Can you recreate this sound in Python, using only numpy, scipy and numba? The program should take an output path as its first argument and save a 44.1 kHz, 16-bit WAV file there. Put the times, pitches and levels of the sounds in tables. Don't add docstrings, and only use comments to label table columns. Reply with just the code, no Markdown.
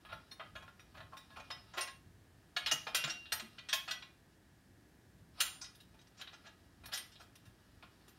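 import sys
import numpy as np
from scipy import signal
from scipy.fft import rfft, irfft
from scipy.io import wavfile
from scipy.ndimage import uniform_filter1d
from numba import njit

SR = 44100
rng = np.random.default_rng(int(sys.argv[2]) if len(sys.argv) > 2 else 0)


def wav_out(sig):
    wavfile.write(sys.argv[1], SR, np.round(np.clip(np.atleast_2d(sig).T, -1, 1) * 32767).astype(np.int16))


N = 360738


def undb(db):
    return 10 ** (np.asarray(db) / 20)


def noise(shape, lo_hz, hi_hz, size):
    hz = np.arange(size // 2 + 1) * SR / size + 1
    at_hz, level_db = np.transpose(shape)
    edges = np.sqrt((1 + (lo_hz / hz) ** 12.) * (1 + (hz / hi_hz) ** 12.))
    gain = undb(np.interp(np.log(hz), np.log(at_hz), level_db)) / edges
    x = irfft(rfft(rng.standard_normal(size)) * gain, size)
    return x / x.std()


def walk(rate):
    hold = int(SR / rate)
    steps = np.repeat(rng.standard_normal(N // hold + 1), hold)
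    return 1.3 * uniform_filter1d(uniform_filter1d(steps, hold), hold)[:N]


SOFT, PADDED = .98, .996


@njit
def add(out, start, push, poles, gains, soft):
    ring = np.empty(len(out))
    for m in range(len(poles)):
        fade = int(np.log(5e-6 / max(gains[m], 5e-6)) / np.log(abs(poles[m])))
        count = min(len(out) - start, len(push) + fade)
        force, state, top = 0j, 0j, 1e-12
        feed = poles[m] * soft
        for i in range(count):
            if i < len(push) + 2000:
                force = force * feed + (push[i] if i < len(push) else 0.)
                top = max(top, abs(state.imag))
            else:
                force = 0j
            state = state * poles[m] + force
            ring[i] = state.imag
        for i in range(count):
            out[start + i] += gains[m] / top * ring[i]


def pole(hz, t60):
    return np.exp((2j * np.pi * hz - np.log(1000) / t60) / SR)


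def chatter(rise_ms, ms, chance):
    t_ms = np.arange(max(int((rise_ms + ms) * SR / 1000), 8)) / SR * 1000
    contacts = chance[:len(t_ms)] ** 3
    swell = np.minimum(t_ms / rise_ms, 1)
    push = contacts * swell * np.exp(-3 * np.maximum(t_ms - rise_ms, 0) / ms)
    return push / np.sqrt(np.sum(push ** 2))


# time_s (halfway up the swell), level_db (reference),
# softness_db (low range of the frame), bolts_db, nuts_db (these three against the reference),
# tone_hz (favoured tone), chatter_ms, ring_s (multiplied by a factor for each range)
KNOCKS = [(0.05, -44.5, -9, -40, -29, 1390, 28, 0.15), (0.088, -44, -8, -35, -32, 1860, 49, 0.27),
          (0.314, -44, -13.5, -14, -17, 4230, 20, 0.18), (0.396, -36, -6, -43, -41, 1250, 28, 0.15),
          (0.553, -36, -11.5, -26, -32, 1850, 14, 0.28), (0.623, -48.5, -6, -18, -26, 1250, 26, 0.12),
          (0.678, -47.5, -5.5, -26, -30, 1400, 18, 0.11), (0.794, -50.5, -12, -12.5, -21, 3650, 15, 0.22),
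          (1.003, -40, -7, -33, -37, 1740, 12, 0.22), (1.168, -44.5, -11.5, -11, -17, 3600, 20, 0.22),
          (1.398, -41, -6.5, -17, -33, 2440, 18, 0.14), (1.503, -31.5, -12, -23, -31, 2500, 14, 0.22),
          (1.735, -42.5, -7.5, -12.5, -37, 1340, 38, 0.28), (1.807, -35, -20.5, -3.5, -14, 2760, 26, 0.27),
          (1.874, -36.5, -12, -21, -39, 2820, 13, 0.21), (2.564, -21.5, -16, -22, -32.5, 1420, 12, 0.23),
          (2.66, -25, -19.5, -16, -25, 1410, 35, 0.16), (2.712, -23.5, -16, -5, -15.5, 2970, 16.5, 0.18),
          (2.868, -30, -10, -21, -34, 1250, 26, 0.18), (2.946, -22.5, -17.5, -7.5, -13, 5820, 43, 0.12),
          (3.039, -24, -15, -14.5, -32, 3780, 29, 0.083), (3.073, -34.5, -8, -10, -40, 3230, 18, 0.23),
          (3.096, -34, -23.5, -7, -27, 5670, 24, 0.24), (3.255, -46, -23.5, -35, -42, 2840, 18, 0.26),
          (3.32, -24, -17, -9, -14, 3570, 19.5, 0.17), (3.396, -32.5, -15.5, -14, -26, 3660, 9.9, 0.13),
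          (3.582, -38.5, -19, -23, -43, 2480, 21, 0.15), (3.687, -32.5, -19, -11, -30, 3640, 21, 0.32),
          (3.728, -20, -19, -11.5, -18.5, 3770, 12.6, 0.22), (3.877, -32.5, -13, -19, -34, 1250, 32, 0.42),
          (3.909, -28, -21.5, -11.5, -23, 3660, 6.4, 0.18), (4.023, -39, -17, -20.5, -46, 4010, 8.8, 0.19),
          (5.403, -21, -22.5, -10, -9, 3710, 22, 0.15), (5.458, -51, -32, -6, 5, 4000, 25, 0.22),
          (5.613, -45, -7.5, 3.5, -23, 5090, 22, 0.2), (5.641, -46.5, -25.5, -3, -27, 5040, 29, 0.14),
          (5.749, -60, -25, -4, -4.5, 4900, 16, 0.14), (5.802, -57, -31, -10, -10, 3830, 20, 0.18),
          (5.94, -57.5, -6, -20, -22, 1330, 21, 0.15), (5.989, -55, -21, -15, -24, 3840, 12, 0.13),
          (6.013, -62, -22, -1, -16, 5110, 18, 0.14), (6.069, -58.5, -13, -6.5, -22, 1440, 18, 0.15),
          (6.212, -36.5, -22.5, -17.5, -22.5, 3770, 20, 0.076),
          (6.273, -38.5, -20.5, -31, -46, 3790, 26, 0.06), (6.836, -47.5, -11.5, -24, -20, 2430, 18, 0.26),
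          (6.856, -42, -16, -11, -7.5, 2450, 18, 0.11), (6.884, -45, -8.5, -24, -35, 1680, 12, 0.18),
          (6.934, -33.5, -18.5, -2.5, -13, 5160, 32, 0.14), (6.974, -36, -20, -7, -8, 3840, 26, 0.1),
          (7.118, -55, -18, -6, -30, 5150, 25, 0.32), (7.155, -56.5, -30, -21, -38, 3820, 18, 0.21),
          (7.354, -51.5, -19, -7, -9.5, 4130, 14, 0.091), (7.453, -54.5, -14, -13, -14, 1680, 20, 0.23),
          (7.825, -42.5, -10, -32, -34, 2430, 22, 0.12), (8.079, -53.5, -14, -7.5, -9, 1680, 21, 0.13)]
RUBS = [(0.121, -37.5, -8.5, -27, -29, 2330, 13, 0.21), (0.946, -48.5, -6.5, -26, -27, 1550, 13, 0.28),
        (0.971, -43.5, -8.5, -23, -30, 1680, 13, 0.22), (1.128, -48, -1.5, -24, -29, 1060, 11, 0.19),
        (1.297, -51.5, -9, -29, -25, 1680, 21, 0.66), (1.363, -40.5, -5, -23, -28, 1300, 26, 0.23),
        (1.774, -28, -10.5, -17.5, -22.5, 2330, 18, 0.33), (6.171, -58, -18, -2, -30, 5300, 18, 0.33),
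        (6.195, -45.5, -12, -10, -29, 3810, 28, 0.11), (6.33, -44, -10.5, -12.5, -35, 1700, 12, 0.14),
        (6.445, -50.5, -9, -21, -37, 1430, 12, 0.27), (6.461, -44, -13, -14.5, -40, 1420, 23, 0.15),
        (6.923, -33, -14, -11, -17, 5110, 30, 0.38), (7.199, -48.5, -11, -12, -20, 4360, 31, 0.23)]
BAND_EDGES_HZ = [620, 1500, 2650, 4450, 8500, 15800]
# pitch_hz, level_db (relative)
FRAME = [(649, -9), (716, -9), (872, -11), (1069, -5), (1249, -8), (1410, -5), (1515, -8), (1680, -2),
         (1758, -7), (1863, -8), (1965, -7), (2218, -10), (2439, -4), (2557, -8), (2754, -5), (2864, -5),
         (3144, -9), (3192, -6), (3305, -5), (3400, -5), (3650, -4), (3814, -2), (3941, -7), (4212, -5),
         (4360, -7)]
# pitch_hz, level_db (relative)
BOLTS = [(4503, -10), (4646, -10), (4912, -4), (5114, -3), (5311, -10), (5566, -4), (5741, 0), (6129, -7),
         (6333, -9), (6420, -3), (6778, -20), (6996, -12), (7146, -5), (7375, -15), (7440, -18),
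         (7512, -12), (7749, -22), (7989, -15), (8218, -12), (8312, -16)]
# pitch_hz, level_db (relative)
NUTS = [(8772, 0), (9092, -3), (9340, -8), (9612, -3), (10099, -8), (10516, -5), (10675, -12), (11012, -6),
        (11291, -1), (11442, -6), (11684, -17), (11905, -4), (12301, -11), (12613, -6), (12758, -3),
        (13068, -5), (13238, -12), (13569, -15), (13617, -14), (13865, -14), (14174, -20), (14516, -17),
        (15044, -17), (15103, -9), (15515, -9), (15647, -13)]
# (per Hz, relative)
CLATTER = [(180, -27), (300, 12.5), (990, -2), (1360, 5.5), (1580, -3.5), (1710, -6), (2090, -7.5),
           (2820, -2), (3010, -2), (5650, -2.5), (6780, -43.5), (8990, -12), (15800, -35)]
KNOCK_RISE_MS, RUB_RISE_MS = 0.84, 15.7
MIDDLE_DB, TOP_DB = -9, -19
TRADE = 0.68


def knocks():
    hz, db = np.transpose(FRAME + BOLTS + NUTS)
    band = np.clip(np.searchsorted(BAND_EDGES_HZ, hz) - 1, 0, 4)
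    wash = np.array([noise(CLATTER, lo, hi, N) for lo, hi in zip(BAND_EDGES_HZ, BAND_EDGES_HZ[1:])])
    wash_db = np.array([-11., -11., -12., -13., -14.])
    wash_hold = np.array([0.82, 0.18, 0.7, 1.0, 1.0])
    mode_hold = np.array([0.5, 0.37, 0.38, 0.48, 0.82])
    events = [(*k, KNOCK_RISE_MS) for k in KNOCKS] + [(*r, RUB_RISE_MS) for r in RUBS]
    chances = rng.standard_normal((len(events), 4096))
    out, swell = np.zeros(N), np.zeros((len(wash), N))
    t = np.arange(SR // 2) / SR
    for event, chance in zip(events, chances):
        time_s, level_db, soft_db, bolts_db, nuts_db, tone_hz, ms, ring_s, rise_ms = event
        start = int((time_s - rise_ms / 2000) * SR)
        ms, ring_s = np.clip(ms, .1, 60), max(ring_s, .02)
        range_db = np.array([soft_db, MIDDLE_DB, TOP_DB - TRADE * soft_db, bolts_db, nuts_db])
        band_gain = undb(level_db + range_db)

        near_tone_db = 8 * np.exp(-(np.log(hz / tone_hz) / 0.025) ** 2)
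        gain = undb(db + (near_tone_db + 4.95 * chance[-len(hz):]))
        gain = gain / np.sqrt(np.bincount(band, gain ** 2))[band] * band_gain[band]
        spread = np.exp(.25 * chance[-2 * len(hz):-len(hz)])
        held_s = ring_s * mode_hold[band] * spread
        add(out, start, chatter(rise_ms, ms, chance), pole(hz, held_s), gain, SOFT)

        after = np.maximum(t - rise_ms / 1000, 0)
        crack = 2 * np.exp(-3000 * after / ms)
        tail = 0.63 * np.exp(-2 * np.log(1000) * after / (ring_s * wash_hold[:, None]))
        rise = np.minimum(1000 * t / (rise_ms + 1), 1) ** 2
        power = (band_gain * undb(wash_db))[:, None] ** 2 * (crack + tail) * rise
        swell[:, start:start + len(t)] += power[:, :N - start]
    flicker = undb([3.0 * walk(70) for _ in wash])
    return out + np.sum(wash * flicker * np.sqrt(swell), axis=0)


# time_s, level_db (rms of the fine scraping, before it wanders)
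HANDLING = [(0, -72.5), (.8, -78.5), (1.7, -70.5), (2.0, -84), (2.5, -81.5), (2.8, -65), (3.299, -70.5),
            (4.001, -73.5), (4.198, -80), (5.3, -91), (5.399, -51.5), (5.8, -81), (6.4, -73), (6.7, -81),
            (7.05, -75), (7.4, -78), (7.7, -74.5), (8.18, -77)]


def handling():
    slips = rng.random(N) < 900 / SR
    grains = slips * undb(3.3 * rng.exponential(size=N)) * rng.choice([-1, 1], N)
    t = np.arange(SR // 20) / SR
    grain_ring = noise(CLATTER, 700, 13000, len(t)) * undb(-60 * t / 0.24)
    scrape = signal.fftconvolve(grains, grain_ring)[:N]
    time_s, level_db = np.transpose(HANDLING)
    wandering_db = np.interp(np.arange(N) / SR, time_s, level_db) + 1.55 * walk(6)
    return scrape / scrape.std() * undb(wandering_db)


# start_s, pitch_hz,
# level_db (peak), ring_s (fade by 60 dB)
PINGS = [(.314, 3680, -51, 0.14), (0.311, 4220, -49, 0.1), (0.311, 5420, -57, 0.067),
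         (1.168, 3610, -53, 0.11), (1.51, 5120, -43, 0.19), (1.51, 5700, -56, 0.16),
         (1.809, 9080, -38, 0.084), (2.716, 2864, -27.5, 0.13), (2.719, 5720, -35, 0.084),
         (2.721, 6420, -35, 0.065), (3.099, 5590, -39, 0.092), (2.96, 2775, -42, 0.43),
         (3.107, 2780, -48, 0.8), (5.401, 9540, -44.5, 0.52), (5.4, 7300, -41.5, 0.33),
         (5.403, 7050, -53, 0.57)]


def pings():
    out = np.zeros(N)
    chances = rng.standard_normal((len(PINGS), 512))
    for (start_s, hz, level_db, ring_s), chance in zip(PINGS, chances):
        ring_pole = pole(np.array([hz]), max(ring_s, .02))
        add(out, int(start_s * SR), chatter(1.0, 4.8, chance), ring_pole, undb([level_db]), SOFT)
    return out


# start_s, level_db (reference, the tones lie below it), pitch_hz
BUMPS = [(1.771, -34.5, 364), (2.027, -68, 99.6), (2.059, -39, 101), (2.719, -36.5, 296),
         (2.731, -36.5, 148), (3.071, -41, 332), (3.044, -31, 145), (3.421, -37, 225), (5.21, -42.5, 105.5),
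         (7.468, -41.5, 117)]


def bumps():
    out = np.zeros(N)
    for start_s, level_db, hz in BUMPS:
        tones = pole(hz * np.array([1, 1.6]), 0.14)
        add(out, int(start_s * SR), np.ones(1), tones, undb([level_db - 14.0, level_db - 23.0]), PADDED)
    return out


ROOM_T60_S, ROOM_TREBLE_T60_S, ROOM_DB = 0.33, 0.36, -10.5


def room(x):
    t = np.arange(int(.7 * SR)) / SR
    flat = [(100, 0), (9000, 0)]
    low = noise(flat, 150, 4000, len(t))
    high = noise(flat, 4000, 20000, len(t))
    tail = low * undb(-60 * t / ROOM_T60_S) + 0.94 * high * undb(-60 * t / ROOM_TREBLE_T60_S)
    tail = tail * np.clip((t - .003) / 0.013, 0, 1)
    return signal.fftconvolve(x, tail / np.sqrt(np.sum(tail ** 2)))[:N] * undb(ROOM_DB)


# (per Hz, relative)
SHOP = [(15, -51), (25, -19), (47, -3.5), (94, -1), (144, -5.5), (179, -4.5), (205, -8), (228, -8),
        (333, -9.5), (500, -19), (672, -18), (1360, -26.5), (1730, -21), (2030, -27.5), (15800, -36)]
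# multiple (of the mains pitch), level_db (rms)
BUZZ = [(16, -95), (20, -97), (24, -91), (26, -89), (28, -85), (30, -87), (32, -88), (34, -96), (36, -94),
        (39, -96), (44, -97)]
SHOP_DB = -64.5
MAINS_HZ = 60.02


def shop():
    whole = noise(SHOP, 10, 14500, N)
    rumble = signal.sosfilt(signal.butter(2, 300, fs=SR, output="sos"), whole)
    hiss = whole - rumble
    air = rumble * undb(1.5 * walk(1.5) + 2.5 * walk(9)) + hiss * undb(.3 * walk(3))
    t = np.arange(N) / SR
    buzz = np.zeros(N)
    for multiple, level_db in BUZZ:
        turns = multiple * MAINS_HZ * t + rng.random()
        buzz += undb(level_db) * np.sqrt(2) * np.sin(2 * np.pi * turns)
    return air * undb(SHOP_DB) + buzz


def scene():
    work = knocks() + handling() + pings() + bumps()
    return (work + room(work) + shop())[None]


TOP_HZ = 15850


def record(dry):
    thin = signal.sosfilt(signal.butter(3, 42, "high", fs=SR, output="sos"), dry)
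    return signal.sosfilt(signal.ellip(10, .2, 70, TOP_HZ, fs=SR, output="sos"), thin)


dry = scene()
out = record(dry)
wav_out(out)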